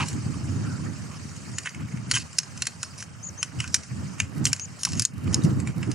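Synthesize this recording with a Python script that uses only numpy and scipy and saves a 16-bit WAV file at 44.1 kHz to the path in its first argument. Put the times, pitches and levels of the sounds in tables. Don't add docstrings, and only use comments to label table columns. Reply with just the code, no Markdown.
import sys
import numpy as np
from scipy import signal
from scipy.fft import rfft, irfft
from scipy.io import wavfile
from scipy.ndimage import uniform_filter1d

SR = 44100
rng = np.random.default_rng(int(sys.argv[2]) if len(sys.argv) > 2 else 0)


def persist_wave(psi):
    counts = np.round(np.clip(psi, -1, 1) * 32767).astype(np.int16)
    wavfile.write(sys.argv[1], SR, np.atleast_2d(counts).T)


def amplitude_ratio(level_db):
    exponent = np.asarray(level_db, float) / 20
    return 10 ** exponent


N = 261954

# (time [s], peak level [dB], half length [s], left-right [dB])
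GUSTS = [(0.015, -25, 0.059, -2), (0.158, -24, 0.045, -4.5), (0.286, -26.5, 0.074, -7),
         (0.575, -24.5, 0.24, -3.5), (0.864, -25.5, 0.046, -6), (0.994, -30.5, 0.091, -4.5),
         (1.198, -33, 0.15, -4), (1.473, -33, 0.12, -2), (1.818, -28.5, 0.057, 0), (1.967, -28, 0.059, -5),
         (2.124, -27.5, 0.052, -3), (2.218, -35, 0.06, -1), (2.567, -37, 0.079, -3),
         (3.006, -43.5, 0.34, -1), (3.314, -37, 0.038, 1), (3.583, -28, 0.047, -3),
         (3.734, -33.5, 0.076, -1), (4.028, -28, 0.11, -2.5), (4.232, -31, 0.068, 3),
         (4.415, -23, 0.09, -4.5), (4.67, -41, 0.24, 5), (4.958, -23, 0.056, -4.5), (5.19, -29, 0.05, -1),
         (5.317, -21.5, 0.079, -4.5), (5.377, -23, 0.023, -3), (5.483, -20, 0.094, -4),
         (5.617, -23.5, 0.058, -6.5), (5.681, -24, 0.03, -1), (5.801, -24.5, 0.044, -7),
         (5.895, -23, 0.048, -7.5)]
# (time [s], pitch [Hz], peak level [dB])
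EDDIES = [
    (0.264, 152, -21.5),
    (1.833, 146, -34),
    (1.946, 164, -19),
    (1.256, 200, -28),
    (4.238, 92, -21.5),
    (4.45, 88, -25),
    (5.365, 134, -23),
    (5.448, 146, -9),
]
# (frequency [Hz], level [dB per Hz])
BUFFET_COLOUR = [(24, -70), (40, -45), (56, -14), (67, 0.5), (96, 7.5), (270, -6), (446, -25), (632, -32),
                 (981, -34), (1350, -33.5), (1500, -42), (1950, -39), (3300, -120)]
# (frequency [Hz], level [dB per Hz])
HISS_COLOUR = [(210, -42), (350, -3), (453, -3), (700, -4), (877, -4.5), (1210, -1), (2230, -6), (2940, -8),
               (3510, -11.5), (4920, -3.5), (7490, -4.5), (9690, -11.5), (10700, -25.5), (15200, -32),
               (16500, -37.5)]
# (time [s], level [dB])
RUSTLE = [(0.0, -43.5), (0.15, -51), (1.09, -53), (1.54, -52), (1.7, -56.5), (1.95, -58), (2.2, -54),
          (2.91, -55), (3.09, -59.5), (3.8, -53.5), (4.33, -56.5), (4.68, -56.5), (4.88, -52.5),
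          (5.06, -72), (5.29, -52.5), (5.49, -53), (5.62, -61.5), (5.94, -55.5)]
# (frequency [Hz], likeness [0-1])
PORT_LIKENESS = [(60, 0.54), (300, 0.27), (640, 0.17), (1400, 0.33), (3100, 0.17), (6800, 0.65),
                 (15000, 0.1)]
# (frequency [Hz], left-right [dB])
PORT_LEAN = [(60, -13), (640, -5.5), (2000, -1.5), (5000, -1), (12000, 1.5)]
# (frequency [Hz], phase [radians])
PORT_LEAD = [(260, -1.3), (1200, -0.29), (2900, -0.86), (5000, -0.58), (10600, -0.46), (13000, -1.8)]
# (frequency [Hz], width [Hz], depth [0-1])
HOUSING_DIPS = [
    (3470, 240, 1),
    (3990, 120, .9),
]
# (frequency [Hz], level [dB], decay over 60 dB [s])
LOW_MODES = [(1140, -14, 0.022), (1602, -9.5, 0.023), (2100, 3.5, 0.0056), (2563, 3, 0.012),
             (2894, -4.5, 0.019), (3340, -18, 0.0078)]
# (frequency [Hz], level [dB], decay over 60 dB [s])
HIGH_MODES = [(3750, -12.5, 0.005), (4370, 2.5, 0.007), (4650, -6, 0.025), (5224, -0.5, 0.013),
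              (5500, 3, 0.018), (6540, 6.5, 0.01), (6050, 7, 0.0075), (6970, 8, 0.0054), (7470, -2, 0.02),
              (7430, -19, 0.013), (7650, -48, 0.0054), (8800, -9, 0.0032), (9300, 7, 0.0093),
              (10400, -35, 0.0058), (11520, 3, 0.0089), (11600, -1, 0.0072), (14300, -4, 0.006),
              (14900, -27, .006)]
# (time [s], length [s], rms level [dB], favoured ring [Hz], low modes relative [dB])
SCRAPES = [(0.0, 0.057, -54.5, 960, 15.5), (0.0, 0.039, -54, 1244, 17.5), (0.0, 0.037, -59.5, 2680, 22.5),
           (4.868, 0.013, -59.5, 1090, 12), (1.113, 0.059, -62, 1200, 8), (4.442, 0.068, -38.5, 7500, -26),
           (5.418, 0.0075, -70, 3750, 12.5), (0.058, 0.07, -46, 7000, -5), (1.651, 0.041, -49, 1900, 4),
           (2.137, 0.021, -36.5, 3150, 1.5), (2.15, 0.02, -34.5, 6070, -11), (2.153, 0.017, -41, 3030, 3),
           (2.174, 0.018, -39.5, 5150, -10), (2.193, 0.039, -45.5, 4560, -6.5),
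           (2.976, 0.074, -48, 5800, -11), (3.588, 0.064, -48.5, 2950, 1.5), (4.464, 0.027, -45, 5800, -25),
           (4.789, 0.1, -44.5, 6500, -41), (4.862, 0.11, -45.5, 6200, -12),
           (4.966, 0.09, -41.5, 6500, -7.5), (5.328, 0.021, -46, 5840, -3.5),
           (5.435, 0.022, -46.5, 8200, -24)]
# (time [s], peak level [dB], favoured ring [Hz], low modes relative [dB], chatter length [ms])
CLACKS = [(.0847, -18, 7640, -29, 1.4), (1.5828, -16, 6800, -8, 2.4), (1.6572, -21, 2000, 0, 4.7),
          (1.6722, -18.5, 2100, 19, 1.9), (2.1127, -3, 4500, -11, 1.3), (2.1708, -13.5, 7200, -1.5, 1.6),
          (2.3843, -7.5, 5530, -18, 2.5), (2.6205, -11, 4310, -11.5, 2.4), (2.6682, -12.5, 4300, -13, 2.2),
          (2.83, -10.5, 5430, -18.5, 1.1), (3.4286, -9, 6150, -9.5, 1.5), (3.6015, -15.5, 2830, 0, 3.5),
          (3.7428, -3.5, 5800, -17.5, 2.9), (4.2006, -5.5, 7140, -9.5, 1.37), (4.453, -5, 5830, -24, 3.1),
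          (4.4657, -14, 2970, 1, 1.3), (4.5304, -2.5, 7120, -18, 1.06), (4.8327, -9, 5600, -21.5, 1.5),
          (4.8503, -5, 5500, -20.5, 1.6), (4.9957, 2, 6170, -21, 0.97), (5.0206, -8, 5200, -21.5, 1.46),
          (5.0511, 9, 6850, -27.5, .8), (5.3427, -8.5, 5230, -23.5, 1.6), (5.673, -21.5, 2300, -4, 0.97)]
# (time [s], peak level [dB], favoured ring [Hz])
TINKS = [(.129, -27.5, 6930), (1.3632, -33, 6260), (1.6333, -30.5, 5800), (1.692, -29, 6050),
         (2.118, -10, 4300), (2.329, -32, 7360), (2.4, -27, 5800), (2.4317, -25.5, 5260),
         (2.5748, -27.5, 6100), (2.6533, -25, 4970), (3, -39, 7600), (3.0033, -27, 5940),
         (3.025, -23, 7040), (3.6766, -24, 5650), (3.762, -19.5, 7240), (3.8337, -30.5, 6170),
         (4.4708, -16.5, 9000), (4.563, -27, 7560), (4.5959, -20.5, 6460), (4.8886, -24, 6000),
         (4.9194, -23, 6600), (4.9324, -19.5, 5200), (4.953, -28, 6700), (4.973, -31, 6000),
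         (5.069, -52, 7300), (5.3354, -30, 4800), (5.355, -28, 5210), (5.448, -25.5, 5800),
         (5.6, -27, 7700), (5.9148, -22.5, 5160)]
# (time [s], peak level [dB], favoured ring [Hz])
TAPS = [(0.3419, -32.5, 1170), (1.7054, -49, 1120), (1.747, -27, 2250), (1.806, -39, 2180),
        (1.8843, -37.5, 2250), (1.9223, -36, 2130), (1.972, -34, 2220), (3.6414, -22.5, 1590),
        (4.519, -32, 2370), (5.275, -39, 1230), (5.829, -22.5, 2230)]
# (time [s], peak level [dB], favoured ring [Hz], low modes relative [dB])
REBOUNDS = [(1.585, -12, 6740, -13.5), (1.6703, -21, 2100, 16), (2.1646, -10.5, 3100, 10),
            (2.1565, -18, 5230, -16), (2.199, -30, 7300, -20), (2.3869, -3.5, 5860, -19),
            (2.3893, -13.5, 5700, -16), (2.6228, -12, 6140, -17), (2.6705, -13, 5550, -14),
            (2.833, -19, 1430, 0), (2.838, -28, 6000, -11), (2.9807, -27, 5640, -23),
            (2.985, -30, 5130, -20), (3.0093, -27, 6200, -25), (3.0249, -28, 1640, 16),
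            (3.604, -15.5, 5430, -13), (3.7455, -6.5, 6950, -15), (3.7543, -18, 7200, -25),
            (3.7567, -20, 7200, -25), (4.2028, -7.5, 2370, 8), (4.2205, -28, 7000, -20),
            (4.4539, -3.5, 7250, -16.5), (4.458, -10, 5800, -22), (4.5324, -15, 2490, -7),
            (4.854, -11, 5500, -13.5), (5.277, -27.5, 1200, 16), (4.8123, -27, 6640, -22),
            (5.001, -16, 6300, -18), (5.0558, -16, 5300, -19), (5.344, -3, 6770, -24),
            (5.346, -15, 5240, -25), (3.4302, -14.5, 4200, -8), (2.137, -20, 5680, -6),
            (2.1505, -20, 6100, -6), (4.9974, -13, 9300, -12), (4.8345, -20, 2900, -5),
            (4.4725, -20, 9000, -12), (1.658, -24, 2120, 10)]
# (start [s], end [s], centre [Hz], width [Hz], rms level [dB])
SWISH = (.62, .785, 1380, 260, -47)
# (time [s], pitch [Hz], rms level [dB])
BIRD_CALLS = [
    [(1.528, 6000, -56), (1.54, 7000, -54), (1.552, 6560, -46), (1.565, 6750, -47), (1.58, 7100, -49),
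     (1.59, 6500, -60)],
    [(3.227, 5850, -44), (3.246, 7100, -35.5), (3.253, 6470, -36), (3.259, 7300, -43), (3.271, 6600, -33),
     (3.283, 7100, -44), (3.292, 6480, -33), (3.299, 5100, -52)],
    [(3.374, 5700, -45), (3.392, 6600, -38), (3.41, 6230, -37), (3.43, 7100, -55), (3.445, 7300, -44),
     (3.45, 6230, -50)],
    [(4.595, 6050, -45), (4.62, 6700, -34), (4.628, 6260, -36), (4.649, 7230, -37.5), (4.66, 5600, -39)],
]
# (start [s], end [s], level against bass [dB])
SEAMS = [
    (1.76, 1.84, -36),
    (4.25, 4.414, -31),
    (5.1, 5.268, -33),
    (5.357, 5.663, -44),
    (5.735, 5.828, -35),
]


def evened(x):
    return x / np.sqrt(np.mean(x ** 2) + 1e-20)


def read(points, hz):
    f, value = np.transpose(points)
    return np.interp(np.log(hz + 1), np.log(f + 1), value)


def add(mix, s, sound):
    part = mix[max(round(s * SR), 0):][:len(sound)]
    part += sound[:len(part)]


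def butter(x, order, hz, kind):
    return signal.sosfilt(signal.butter(order, hz, kind, fs=SR, output="sos"), x)


def tukey_fade(x, share):
    return x * signal.windows.tukey(len(x), share)


def gusts(t):
    lull_db, lull_pan_db = -42, -5.5
    s, db, half, pan_db = np.transpose(GUSTS)[:, :, None]
    power = amplitude_ratio(db) ** 2 * np.exp(-((t - s) / np.maximum(half, .01)) ** 2 * 1.52)
    lull = amplitude_ratio(lull_db) ** 2
    total = power.sum(0) + lull
    return 10 * np.log10(total), ((power * pan_db).sum(0) + lull * lull_pan_db) / total


def port_noise(size, level_db, pan_db, patch_db, flicker_db):
    hop = size // 4
    frames = N // hop + 5
    hz = np.fft.rfftfreq(size, 1 / SR)[:, None]
    t = np.arange(frames) * hop / SR
    a, b, c, d, patches = rng.standard_normal((frames, len(hz), 5)).T
    patches = uniform_filter1d(patches, size=9, axis=0)
    patches = evened(uniform_filter1d(patches, size=6, axis=1))
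    flicker = evened(uniform_filter1d(rng.standard_normal(frames), size=3))
    same = np.clip(read(PORT_LIKENESS, hz), -1, 1)
    left = a + 1j * b
    right = same * left + np.sqrt(1 - same ** 2) * (c + 1j * d)
    db = level_db(hz, t) + patch_db * patches + flicker_db * flicker
    half_pan = pan_db(hz, t) / 2
    z = np.array([left, right]) * amplitude_ratio(np.array([db + half_pan, db - half_pan])) / np.sqrt(size)
    return signal.istft(z, nperseg=size, noverlap=size - hop)[1][:, :N]


def wind():
    def level_db(hz, t):
        gust_db = gusts(t)[0]
        reach_db = 0.33 * (gust_db + 29) * np.log2(np.clip(hz / 130, 1, 5))
        return read(BUFFET_COLOUR, hz) + gust_db + 20.5 + reach_db

    def pan_db(hz, t):
        return gusts(t)[1] * np.clip(hz / 220, .4, 1.2)

    eddies = np.zeros(N)
    t = np.arange(-700, 700) / SR
    for at, hz, db in EDDIES:
        bell = np.exp(-(t * hz / 0.73) ** 2)
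        add(eddies, at + t[0], amplitude_ratio(db) * bell * np.sin(2 * np.pi * hz * t))
    buffeting = port_noise(1024, level_db, pan_db, patch_db=1.36, flicker_db=1.58)
    return buffeting + eddies * amplitude_ratio(np.array([[2.0], [-2.0]]))


def hiss():
    def level_db(hz, t):
        high = np.clip((hz - 3000) / 1200, 0, 1)
        top = np.clip((hz - 9500) / 2000, 0, 1)
        gust_db = gusts(t)[0] + 30.8
        rustle_db = np.interp(t, *np.transpose(RUSTLE)) + 55
        low_db = -32 + 0.21 * gust_db + 0.32 * rustle_db
        ducked = sum(np.clip(np.minimum(t - a, b - t) / .03, 0, 1) * (db > -40) for a, b, db in SEAMS)
        high_db = rustle_db - 36.0 - 5.5 * ducked
        fizz_db = top * (5.5 + 0.13 * gust_db - 0.94 * rustle_db)
        return read(HISS_COLOUR, hz) + (1 - high) * low_db + high * high_db + fizz_db

    def pan_db(hz, t):
        return read(PORT_LEAN, hz) + 0 * t

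    return port_noise(512, level_db, pan_db, patch_db=2.48, flicker_db=0.74)


def ring(modes, favoured_hz, top_db, chance):
    hz, db, t60 = np.transpose(modes)[:, :, None]
    detune, weight = chance[:, :len(modes), None]
    t = np.arange(1300) / SR
    level_db = db + top_db * np.clip(hz / 4000 - 2, 0, 1) + 2.5 * weight - 60 * t / t60
    shape = amplitude_ratio(level_db) * np.sin(2 * np.pi * hz * (1 + 0.04 * detune) * t)
    inside = hz[0, 0] * .75 < favoured_hz < hz[-1, 0] * 1.13
    favoured = inside * amplitude_ratio(11.0 - 60 * t / .01) * np.sin(2 * np.pi * favoured_hz * t)
    return shape.sum(0) + favoured


def tube(contacts, hz, low_db, chance):
    top_db = np.clip(-1.17 * (low_db + 14.5), -15, 9)
    high = signal.fftconvolve(contacts, ring(HIGH_MODES, hz, top_db, chance))
    low = signal.fftconvolve(contacts, ring(LOW_MODES, hz, top_db, chance))
    high = butter(high, 3, 3600, "highpass")
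    low = butter(low, 4, 0.83 * min(hz, 1550), "highpass")
    return evened(high) + amplitude_ratio(low_db) * evened(low)


def poles(*groups):
    out = np.zeros(N)
    for play, rows in groups:
        noises = rng.standard_normal((len(rows), 5000))
        chances = rng.standard_normal((len(rows), 2, 20))
        for row, noise, chance in zip(rows, noises, chances):
            add(out, *play(row, noise, chance))
    mesh_hz, top_db = 10200, -14
    hardness = 6.0 * abs(uniform_filter1d(abs(out), size=200)) + 0.072
    top = butter(out * hardness, 4, mesh_hz, "highpass")
    return butter(out, 8, mesh_hz, "lowpass") + amplitude_ratio(top_db) * top


def scrape(row, noise, chance):
    s, length, db, hz, low_db = row
    noise = noise[:round(length * SR)]
    grip = amplitude_ratio(1.8 * evened(uniform_filter1d(noise[::-1], size=60)))
    bite = np.clip(length / 0.18, .3, 1.2)
    stroke = np.sin(np.pi * np.linspace(0, 1, len(noise)) ** bite) ** 0.45
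    contacts = noise * np.sqrt(abs(noise)) * grip * abs(stroke)
    tail_makeup = np.sqrt(1 + 1300 / len(noise))
    return s, amplitude_ratio(db) * tube(contacts, hz, low_db, chance) * tail_makeup


def knock(row, noise, chance, loose_db=0):
    s, db, hz, low_db, chatter_ms = row
    rub_db, rub_s, rattle_s = -5, .11, .16
    rattle_db = -32.5 - .55 * db + loose_db
    t = np.arange(len(noise)) / SR - .02
    after = np.maximum(t, 0)
    onset = 1 - np.exp(-after / 0.00066)
    chatter = np.exp(-(after / (max(chatter_ms, .3) / 1000)) ** 0.91) * onset
    rattle = amplitude_ratio(rattle_db + np.where(t < 0, rub_db + 60 * t / rub_s, -60 * t / rattle_s))
    contacts = noise * abs(noise) / 2 * chatter + noise * rattle
    contacts[np.searchsorted(t, .0004)] += 2.13
    sound = tube(contacts, hz, low_db + 6.0, chance)
    loudest_db = -1.5
    return s + t[0], amplitude_ratio(min(db, loudest_db)) * sound / abs(sound).max()


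def swish():
    start, end, hz, width, db = SWISH
    noise = rng.standard_normal(round(.3 * SR))[:round((end - start) * SR)]
    band = butter(noise, 2, [hz - width / 2, hz + width / 2], "bandpass")
    out = np.zeros(N)
    add(out, start, amplitude_ratio(db) * tukey_fade(evened(band), .5))
    return out


def bird():
    out = np.zeros(N)
    for call in BIRD_CALLS:
        s, hz, db = np.transpose(call)
        t = np.arange(s[0], s[-1], 1 / SR)
        pitch = uniform_filter1d(np.interp(t, s, hz), size=150, mode="nearest")
        level = amplitude_ratio(uniform_filter1d(np.interp(t, s, db), size=100, mode="nearest"))
        whistle = np.sin(2 * np.pi * np.cumsum(pitch) / SR)
        add(out, s[0], tukey_fade(np.sqrt(2) * level * whistle, .1))
    return out


def rebound(row, noise, chance):
    chatter_ms = 0.53
    return knock((*row, chatter_ms), noise[:1600], chance, loose_db=-40)


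def seams(x):
    tick_hz, tick_at_s = 375, 4.3017
    out = np.zeros_like(x)
    bass = uniform_filter1d(abs(uniform_filter1d(x, size=60)), size=70)
    for start, end, db in SEAMS:
        span = slice(round(start * SR), round(end * SR))
        turns = tick_hz * (np.arange(N)[span] / SR - tick_at_s)
        comb = sum(np.cos(2 * np.pi * k * turns) * np.sqrt(np.cos(k / 24.5)) for k in range(10, 38))
        out[:, span] = amplitude_ratio(db) * tukey_fade(comb, .4) * bass[:, span]
    return out


def silence_faint(x, floor_db, wander_db):
    hz, t, z = signal.stft(x, SR, nperseg=1024)
    hz = hz[:, None]
    blocks = np.repeat(rng.standard_normal((len(t), 22)), 24, axis=1)[:, :len(hz)].T
    blocks = evened(uniform_filter1d(blocks, size=5, axis=1)) * np.clip(hz / 10000, 0, 1)
    margin_db = 20 * np.log10(abs(z).max(0) + 1e-12) - floor_db - wander_db * blocks
    keep = np.where(hz > 2500, np.clip(margin_db / 2, 0, 1), 1)
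    return signal.istft(z * keep, SR, nperseg=1024)[1][:, :N]


def scene():
    tinks = [(*row, -13.5, 1.74) for row in TINKS]
    taps = [(*row, -0.5, 1.3) for row in TAPS]
    near = poles((knock, CLACKS + tinks + taps), (scrape, SCRAPES)) + swish()
    air = wind() + hiss()
    near = near + poles((rebound, REBOUNDS))
    hz = np.fft.rfftfreq(N, 1 / SR)
    lean = amplitude_ratio(read(PORT_LEAN, hz) / 2) * np.exp(.5j * read(PORT_LEAD, hz))
    near = irfft(rfft(near) * np.array([lean, 1 / lean]), N)
    return near + bird() * amplitude_ratio(np.array([[2.5], [-2.5]])) + air


def low_pass(x):
    return signal.sosfilt(signal.butter(12, 16670, fs=SR, output="sos"), x)


def record(dry):
    hz = np.fft.rfftfreq(N, 1 / SR)
    cut_hz = 82
    wind_cut = 1 / np.sqrt(1 + (cut_hz / (hz + 1)) ** 24) + .001
    dips = np.ones(len(hz))
    for f, width, depth in HOUSING_DIPS:
        dips = dips * (1 - np.clip(depth, 0, 1) / (1 + 2j * (hz - f) / width))
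    response = dips * wind_cut * (hz < 16600)
    mix = irfft(rfft(dry + seams(dry)) * response, N)
    return low_pass(silence_faint(mix, floor_db=-91.0, wander_db=7.0))


dry = scene()
out = record(dry)
persist_wave(out)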